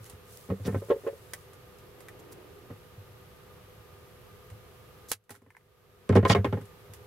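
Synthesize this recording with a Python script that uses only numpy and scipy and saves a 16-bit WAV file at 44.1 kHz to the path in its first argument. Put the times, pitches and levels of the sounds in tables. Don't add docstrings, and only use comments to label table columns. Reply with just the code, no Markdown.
import sys
import numpy as np
from scipy import signal
from scipy.fft import rfft, irfft, next_fast_len
from scipy.io import wavfile
from scipy.ndimage import uniform_filter1d, minimum_filter1d

SR = 44100
rng = np.random.default_rng(int(sys.argv[2]) if len(sys.argv) > 2 else 0)


def store_wav(level_fs):
    pcm = np.round(np.clip(np.atleast_2d(level_fs), -1, 1) * 32767)
    wavfile.write(sys.argv[1], SR, pcm.T.astype(np.int16))


N = 311346


def undb(db):
    return 10 ** (np.asarray(db) / 20)


def unit_rms(x):
    return x / np.sqrt(np.mean(x ** 2))


def on_log(hz, points):
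    p = np.array(points, float)
    return np.interp(np.log(np.maximum(hz, 1)), np.log(p[:, 0]), p[:, 1])


def drift(per_s):
    hold = int(SR / per_s)
    steps = np.repeat(rng.standard_normal(N // hold + 1), hold)
    return 0.15 * uniform_filter1d(uniform_filter1d(steps, hold), hold)[:N]


def noise(size, spectrum, coherence):
    fast = next_fast_len(size)
    hz = np.fft.rfftfreq(fast, 1 / SR)
    alike = np.clip(on_log(hz, coherence), 0, 1)
    mid, side = rfft(rng.standard_normal((2, fast))) * undb(on_log(hz, spectrum))
    mid, side = mid * np.sqrt(1 + alike), side * np.sqrt(1 - alike)
    return unit_rms(irfft(np.array([mid + side, mid - side]), fast)[:, :size])


def add(out, sound, s):
    i = int(s * SR)
    n = min(sound.shape[1], out.shape[1] - i)
    out[:, i:i + n] += sound[:, :n]


def ring(modes, contact_s, chatter_s, scatter_db=1.0, apart_hz=3500, detune=0.028, rise_cycles=0.76):
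    hz, db, t60 = np.transpose(modes)[:, :, None]
    t = np.arange(int(t60.max() * SR)) / SR
    size, stray, apart = rng.standard_normal((3, len(modes), 1))
    phase = apart * np.minimum(hz / apart_hz, 1.5) * np.array([1, -1])[:, None, None]
    envelope = (1 - np.exp(-t * hz / rise_cycles)) * undb(-60 * t / t60)
    waves = envelope * np.sin(2 * np.pi * hz * (1 + detune * stray) * t + phase)
    response = (undb(db + scatter_db * size) * waves).sum(axis=1)
    when, strength = rng.random((2, 4))
    contacts = np.zeros(int(chatter_s * 3 * SR) + 2)
    contacts[0] = 1
    contacts[1 + (when * (len(contacts) - 2)).astype(int)] = (2.35 * strength - .8) * np.exp(-1.5 * when)
    force = np.convolve(contacts, np.hanning(int(contact_s * SR) + 3))
    sound = signal.fftconvolve(response, force[None])
    return sound / np.abs(sound).max()


# frequency in Hz, spectral level in dB.
HUM_SPECTRUM = [(15, -54), (25, -18.5), (102, -1), (192, -10.5), (228, -16), (313, -17.5), (404, -5),
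                (468, -11), (499, -12), (532, -15.5), (1050, -19.5), (1220, -16), (1330, -19.5),
                (1900, -23), (4000, -36), (5200, -49), (8800, -120)]
HISS_SPECTRUM = [(1180, -25), (2000, -4), (2880, -0.5), (5440, -7), (6880, -10), (7440, -11.5),
                 (11600, -7.5), (12500, 0), (13300, -8), (16000, -16.5)]
# centre in Hz, width in Hz, level relative to the hum in dB.
HUM_BANDS = [(1215, 28, -15)]
# frequency in Hz, left-right coherence from 0 to 1.
ROOM_COHERENCE = [(60, 1), (130, 0.8), (290, 0.67), (640, 0.4), (1410, 0.4), (3100, 0), (6820, 0),
                  (15000, 0.01)]


def room_tone(line_hz=500, swell_s=2.29, swell_hz=368):
    t = np.arange(N) / SR
    hum = noise(N, HUM_SPECTRUM + [(6000, -40.0)], ROOM_COHERENCE) * undb(0.66 * drift(11))
    for hz, width, db in HUM_BANDS:
        band = [(hz - 2 * width, -60), (hz - width / 2, 0), (hz + width / 2, 0), (hz + 2 * width, -60)]
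        hum += undb(db) * noise(N, band, ROOM_COHERENCE)
    hum += undb(-7 + .8 * drift(1.5)) * np.sin(2 * np.pi * line_hz * t)
    swell_band = [(swell_hz / 2, -20), (swell_hz, 0), (2 * swell_hz, -15), (3000, -30), (6000, -80)]
    swell = np.exp(-.5 * ((t - swell_s) / 0.29) ** 2) * noise(N, swell_band, ROOM_COHERENCE)
    hiss = noise(N, HISS_SPECTRUM, ROOM_COHERENCE)
    return undb(-53.5) * hum + undb(-53) * swell + undb(-62.5) * hiss


# frequency in Hz, level in dB, T60 in seconds.
HOLLOW_MODES = [(408.6, -4, 0.16), (396.4, -0.5, 0.07), (463.2, 2.5, 0.066), (519.5, -3.5, 0.09),
                (344, -6.5, 0.07)]
THUMP_MODES = [(101.5, 12.8, 0.16), (125, 6, 0.04)]
BOARD_MODES = [(158.4, -3.5, 0.12), (194.6, 2, 0.15), (233.8, 1, 0.1), (264.8, 9.5, 0.04)]
HOUSING_MODES = [(651, -0.5, 0.081), (690, -0.5, 0.096), (840, 3.5, 0.061), (894.5, -2, 0.069),
                 (1047, 10, 0.034), (1187, 2, 0.048), (1370, 7.5, 0.025), (1574, -6, 0.055),
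                 (1704, -7, 0.086), (1863, -1.5, 0.07), (2120, -12, 0.043), (2157, -9, 0.05),
                 (2320, -16, 0.061)]
EDGE_MODES = [(1935, 5, .022), (2200, 4, .02), (2500, 3, .018), (2790, 3, 0.018), (2990, 4, 0.018),
              (3150, 3, .016), (3330, 4, 0.018), (3660, 3, 0.016), (4130, -2, .013), (4420, -4, .011),
              (4780, -3, .011), (5200, -6, 0.01), (5700, -7, .01), (6200, -6, 0.01), (6900, -8, .009)]
FAMILY_CONTACT_S = [0.0011, 0.0038, 0.001, 0.00024, .0001]
FAMILY_CHATTER_S = [0.00611, 0.0034, 0.00504, 0.0065, 0.006]
FAMILY_SCATTER_DB = [3, 1.5, 2.2, 3, 2.5]
FAMILY_DETUNE = [.015, .008, .012, .015, .02]
FAMILY_GAIN_DB = [-0.1, 1.5, 2, -10, -29]
# frequency in Hz, spectral level in dB.
SCUFF_SPECTRUM = [(150, -18.5), (450, -8.5), (1000, -3), (2200, -11), (5000, -32.5), (12000, -40.5)]
# start in seconds, blow on a housing in dB, blow on the bench in dB, hardness in dB.
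KNOCKS = [(0.0, -52.5, -43, -1), (0.129, -52, -43.5, -8), (0.489, -36, -36, -3), (0.501, -26.5, -26, 4),
          (0.517, -22.5, -36, -21), (0.598, -42.5, -32.5, -7), (0.651, -34, -33, 3), (0.663, -31.5, -41, 0),
          (0.678, -19.5, -26.5, -3), (0.725, -35.5, -30, 2), (0.745, -18.5, -27, -4.5),
          (0.905, -30, -48, 8.5), (2.702, -37.5, -39, 4), (2.972, -70, -40.5, 4), (3.09, -61, -46, 2),
          (4.51, -61, -39, 6), (4.547, -69, -47, 0), (5.135, -46, -35, -4), (5.303, -29, -33.5, 10.5),
          (5.37, -44, -44, -1), (5.418, -40, -44, 3), (5.462, -41, -44, 6), (6.094, -11.5, -11.5, 0),
          (6.125, -23, -17.5, 8), (6.155, -7, -11, 1), (6.166, -9.5, -24, 6), (6.174, -9.5, -17, -16),
          (6.228, -19.5, -17, 2.5), (6.251, -10, -30, 8.5), (6.293, -24, -8.5, 10),
          (6.299, -12.5, -8.5, 14), (6.319, -20, -21, 10), (6.3487, -12, -23.5, 10), (6.38, -27.5, -17, 0),
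          (6.445, -16.5, -26.5, 8.5), (6.469, -38, -26, -3), (6.526, -22.5, -23, 5.5),
          (6.571, -29.5, -38.5, 1.5), (6.612, -44, -41.5, -2), (6.89, -55, -46.5, 2)]


def knocks():
    out = np.zeros((2, N))
    families = list(zip((HOLLOW_MODES, THUMP_MODES, BOARD_MODES, HOUSING_MODES, EDGE_MODES),
                        FAMILY_CONTACT_S, FAMILY_CHATTER_S, FAMILY_SCATTER_DB, FAMILY_DETUNE,
                        FAMILY_GAIN_DB))
    t = np.arange(4096) / SR
    scuff_rise_s, scuff_t60_s = 0.00089, 0.12
    fade = (1 - np.exp(-t / scuff_rise_s)) * undb(-60 * t / scuff_t60_s)
    for s, housing_db, bench_db, hard_db in KNOCKS:
        board_db = min(housing_db, bench_db + 4.5)
        levels = housing_db, bench_db, board_db, housing_db + hard_db, housing_db + 2.34 * hard_db
        for db, (modes, contact_s, chatter_s, scatter_db, detune, gain_db) in zip(levels, families):
            add(out, undb(db + gain_db) * ring(modes, contact_s, chatter_s, scatter_db, detune=detune), s)
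        tilted = [(hz, db + 0.16 * hard_db * np.log2(hz / 150)) for hz, db in SCUFF_SPECTRUM]
        scuff = fade * noise(len(t), tilted, [(500, 0.85), (8000, 0.27)])
        add(out, undb(housing_db + 0.59 * hard_db - 19.5) * scuff, s)
    return signal.sosfilt(signal.butter(4, 74.7, "high", fs=SR, output="sos"), out)


# frequency in Hz, spectral level in dB.
CRACK_SPECTRUM = [(120, -32.5), (400, -1), (2500, -5), (5000, -6.5), (7500, -4), (10000, -1.5), (13000, -6),
                  (15000, -9), (16000, -14.5)]


def crack(db, tail_db=-2.5, t60=0.11, spectrum=CRACK_SPECTRUM, coherence=.3):
    t = np.arange(6144) / SR
    fade = np.exp(-t / 0.00089) + undb(tail_db - 60 * t / t60)
    return 0.58 * undb(db) * fade * noise(len(t), spectrum, [(300, 0.77), (8000, coherence)])


# frequency in Hz, level in dB, T60 in seconds.
PART_MODES = [(476, 4, 0.017), (954, 10, 0.0064), (1435, 2, 0.02), (1890, -1.5, 0.02), (2110, -12.5, 0.034),
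              (3270, -27.5, 0.016)]


def tick(db, ring_db, coherence=.091, pan_db=-2.5, **crack_shape):
    out = crack(0, coherence=coherence, **crack_shape)
    add(out, undb(ring_db + 12) * ring(PART_MODES, .0001, .002, scatter_db=2.0), 0)
    return out * undb(db + np.array([[pan_db], [-pan_db]]) / 2)


# start in seconds, level in dB, ring against its usual share of the crack in dB.
TICKS = [(0.0545, -47, -34), (0.062, -45.5, -35), (0.0981, -41, -30), (0.6704, -39, -13), (1.533, -49, -23),
         (1.7856, -51.5, -24), (2.0054, -46, -12), (2.324, -48, -23), (4.5017, -50.5, -7),
         (5.2395, -49, -21), (5.294, -30, -3), (5.306, -19.5, -14), (5.343, -39, -6), (5.3514, -34, -5.5),
         (5.361, -37.5, -8), (6.6127, -52.5, -5), (6.6546, -52, -23), (6.9363, -40.5, -22)]


def small_parts():
    out = np.zeros((2, N))
    for s, db, ring_db in TICKS:
        add(out, tick(db, ring_db), s)
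    return out


def grit(size, spread_db, grains_per_s=900):
    hold = int(SR / grains_per_s)
    grains = undb(spread_db * rng.exponential(size=size // hold + 1))
    return unit_rms(uniform_filter1d(np.repeat(grains, hold), hold)[:size])


# start in seconds, length in seconds, level in dB.
BRUSHES = [(.07, 0.044, -52), (.3, 0.28, -59.5), (.6, .4, -61.5), (1.0, 0.42, -62.5)]


def rustle(centre_hz=10200, width_hz=14300, fade_s=0.13):
    t = np.arange(N) / SR
    gates = sum(undb(db) * ((t > s) & (t < s + length)) for s, length, db in BRUSHES)
    envelope = uniform_filter1d(gates, int(fade_s * SR))
    patches = undb(2.5 * unit_rms(drift(14))) * grit(N, spread_db=2.4)
    low, high = centre_hz - width_hz / 2, centre_hz + width_hz / 2
    band = [(low / 2, -25), (low, -6), (centre_hz, 0), (high, -6)]
    return envelope * patches * noise(N, band, [(1000, .2), (9000, 0.091)])


# start in seconds, length in seconds, level in dB, band centre in Hz.
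SCRAPES = [(.635, .055, -47, 3000), (.645, .045, -52, 11000), (.89, .05, -46, 1600),
           (1.058, .045, -48, 1400), (2.185, .03, -58, 7000), (2.31, .032, -51, 9500),
           (5.078, .05, -43, 7500), (5.112, .036, -18, 4000), (6.27, .036, -39, 5000),
           (6.295, .045, -26, 3500)]


def scrapes():
    out = np.zeros((2, N))
    for s, length, db, hz in SCRAPES:
        n = int(length * SR)
        band = [(hz / 4, -30), (hz / 2, -4), (hz, 0), (hz * 2, -4), (hz * 4, -30)]
        sound = grit(4096, spread_db=1.8) * noise(4096, band, [(500, .8), (8000, .5)])
        add(out, undb(db) * np.hanning(n) * sound[:, :n], s)
    return out


# frequency in Hz, level in dB, T60 in seconds.
SHELL_MODES = [(382, -9, .08), (412, -7, .09), (436, 2, .08), (458, -2, .08), (549, 0, .09),
               (855, -10, .07), (905, -12, .07), (1044, -9, .06)]
# start in seconds, blow in dB, hardness in dB.
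SHELL_KNOCKS = [(0.819, -32, 1.5), (0.885, -36, 4), (0.9005, -14.5, 0.5), (0.9105, -11.5, -6),
                (0.96, -31, -12), (1.035, -40, -3), (1.045, -34, -3), (1.065, -22.5, 4.5), (1.076, -24, -3),
                (1.128, -36, -12)]


def rocking_shell():
    out = np.zeros((2, N))
    for s, db, hard_db in SHELL_KNOCKS:
        body = ring(SHELL_MODES, .0016, .0004, scatter_db=1.5, detune=0.0055, rise_cycles=1.6)
        upper = ring(HOUSING_MODES, FAMILY_CONTACT_S[3], FAMILY_CHATTER_S[3])
        add(out, undb(db) * body, s)
        add(out, undb(db + hard_db - 14) * upper, s)
    return out


# frequency in Hz, level in dB, T60 in seconds.
STEEL_MODES = [(550, -2, .02), (1580, 1, .02), (1800, 3, .03), (1955, 5, .045), (2290, 0, .035),
               (3310, -5, .04), (5030, 4, .025), (5930, 3, .03), (6600, -1, .03), (7180, 4, .035),
               (8600, -1, .04), (10220, -3, .03)]
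# start in seconds, crack in dB, ring in dB, contact time in seconds.
JOINT_CLICKS = [(1.3348, -28, -28, .00006), (1.3367, -30.5, -29, .00006), (2.0848, -40, -37, .0003),
                (2.091, -56, -43, .0004)]


def pliers():
    out = np.zeros((2, N))
    for s, crack_db, ring_db, contact_s in JOINT_CLICKS:
        add(out, crack(crack_db, tail_db=-7, t60=.075), s)
        add(out, undb(ring_db) * ring(STEEL_MODES, contact_s, .0001, apart_hz=8900, detune=0.0027), s)
    return out


# frequency in Hz, spectral level in dB.
SNIP_SPECTRUM = [(120, -37), (450, -2), (1500, -5), (3500, -6), (6000, -4), (8500, -2), (10200, 0.5),
                 (13000, -4), (16000, -14)]


def snip(start_s=5.1165):
    out = np.zeros((2, N))
    snap = tick(8.5, ring_db=-29, coherence=.6, tail_db=-9, t60=0.071, spectrum=SNIP_SPECTRUM)
    add(out, snap, start_s)
    return out


# frequency in Hz, level in dB, T60 in seconds.
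CUT_END_MODES = [(950, 1, .018), (1500, -5, .016), (1750, 0, .02), (1980, 2, .022), (2220, -4, .018)]
# start in seconds, ring in dB, crack in dB.
BOUNCES = [(5.419, -44, -50), (5.464, -43, -60), (5.5043, -30.5, -47.5), (5.549, -31.5, -58),
           (5.5671, -28, -45.5), (5.6094, -47, -60)]


def cut_end():
    out = np.zeros((2, N))
    for s, ring_db, crack_db in BOUNCES:
        add(out, crack(crack_db), s)
        add(out, undb(ring_db) * ring(CUT_END_MODES, .0001, .0002, scatter_db=1.2), s)
    return out


# frequency in Hz, spectral level in dB.
CLATTER_SPECTRUM = [(500, -16), (2000, -3.5), (4800, -5), (7000, -12), (10500, -14), (12500, -24),
                    (16000, -42)]
# start in seconds, level in dB.
COLLISIONS = [(6.092, -27.5), (6.1247, -44), (6.1529, -27), (6.1594, -30), (6.1640, -25.5), (6.1806, -33),
              (6.249, -39), (6.2968, -18), (6.3002, -17), (6.3070, -23), (6.3203, -19), (6.329, -34),
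              (6.3538, -36)]


def clatter():
    out = np.zeros((2, N))
    for s, db in COLLISIONS:
        add(out, crack(db, tail_db=-9, t60=.065, spectrum=CLATTER_SPECTRUM), s)
    return out


def grinding_edges(start_s=6.2975, length_s=.037, hits=16):
    out = np.zeros((2, N))
    modes = EDGE_MODES + [(4780, 8, .018)]
    for k, (late, weakness) in enumerate(rng.random((hits, 2))):
        along = (k + late) / hits
        hit = ring(modes, FAMILY_CONTACT_S[4], .001, scatter_db=4, detune=.03)
        add(out, undb(-16 - 3 * along - 5.5 * weakness) * hit, start_s + length_s * along)
    return out


def echo(direct, t60=0.068):
    t = np.arange(int(.3 * SR)) / SR
    spectrum = [(150, -9), (500, 4.5), (3000, 4.5), (12000, -21.0)]
    response = noise(len(t), spectrum, ROOM_COHERENCE) * undb(-60 * t / t60) * (t > .003)
    response /= np.sqrt((response ** 2).sum() / 2)
    return signal.fftconvolve(direct.mean(axis=0)[None], response)[:, :N]


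def scene():
    direct = knocks() + rocking_shell() + grinding_edges() + snip() + small_parts()
    direct += clatter() + pliers() + cut_end() + scrapes()
    return direct + undb(-17) * echo(direct) + room_tone() + rustle()


def record(dry):
    limit_db, recover_db_per_s, look_ahead_s, top_hz = -5.5, 18, 0.0013, 15750
    ahead = int(look_ahead_s * SR)
    over_db = np.maximum(20 * np.log10(np.abs(dry).max(axis=0) + 1e-9) - limit_db, 0)
    recovery = recover_db_per_s * np.arange(N) / SR
    duck_db = np.maximum.accumulate(over_db + recovery) - recovery
    duck_db = uniform_filter1d(-minimum_filter1d(-duck_db, 2 * ahead), ahead)
    balance = undb([[-.4], [.4]])
    low_pass = signal.ellip(10, .2, 80, top_hz, fs=SR, output="sos")
    return signal.sosfilt(low_pass, balance * undb(-duck_db) * dry)


dry = scene()
out = record(dry)
store_wav(out)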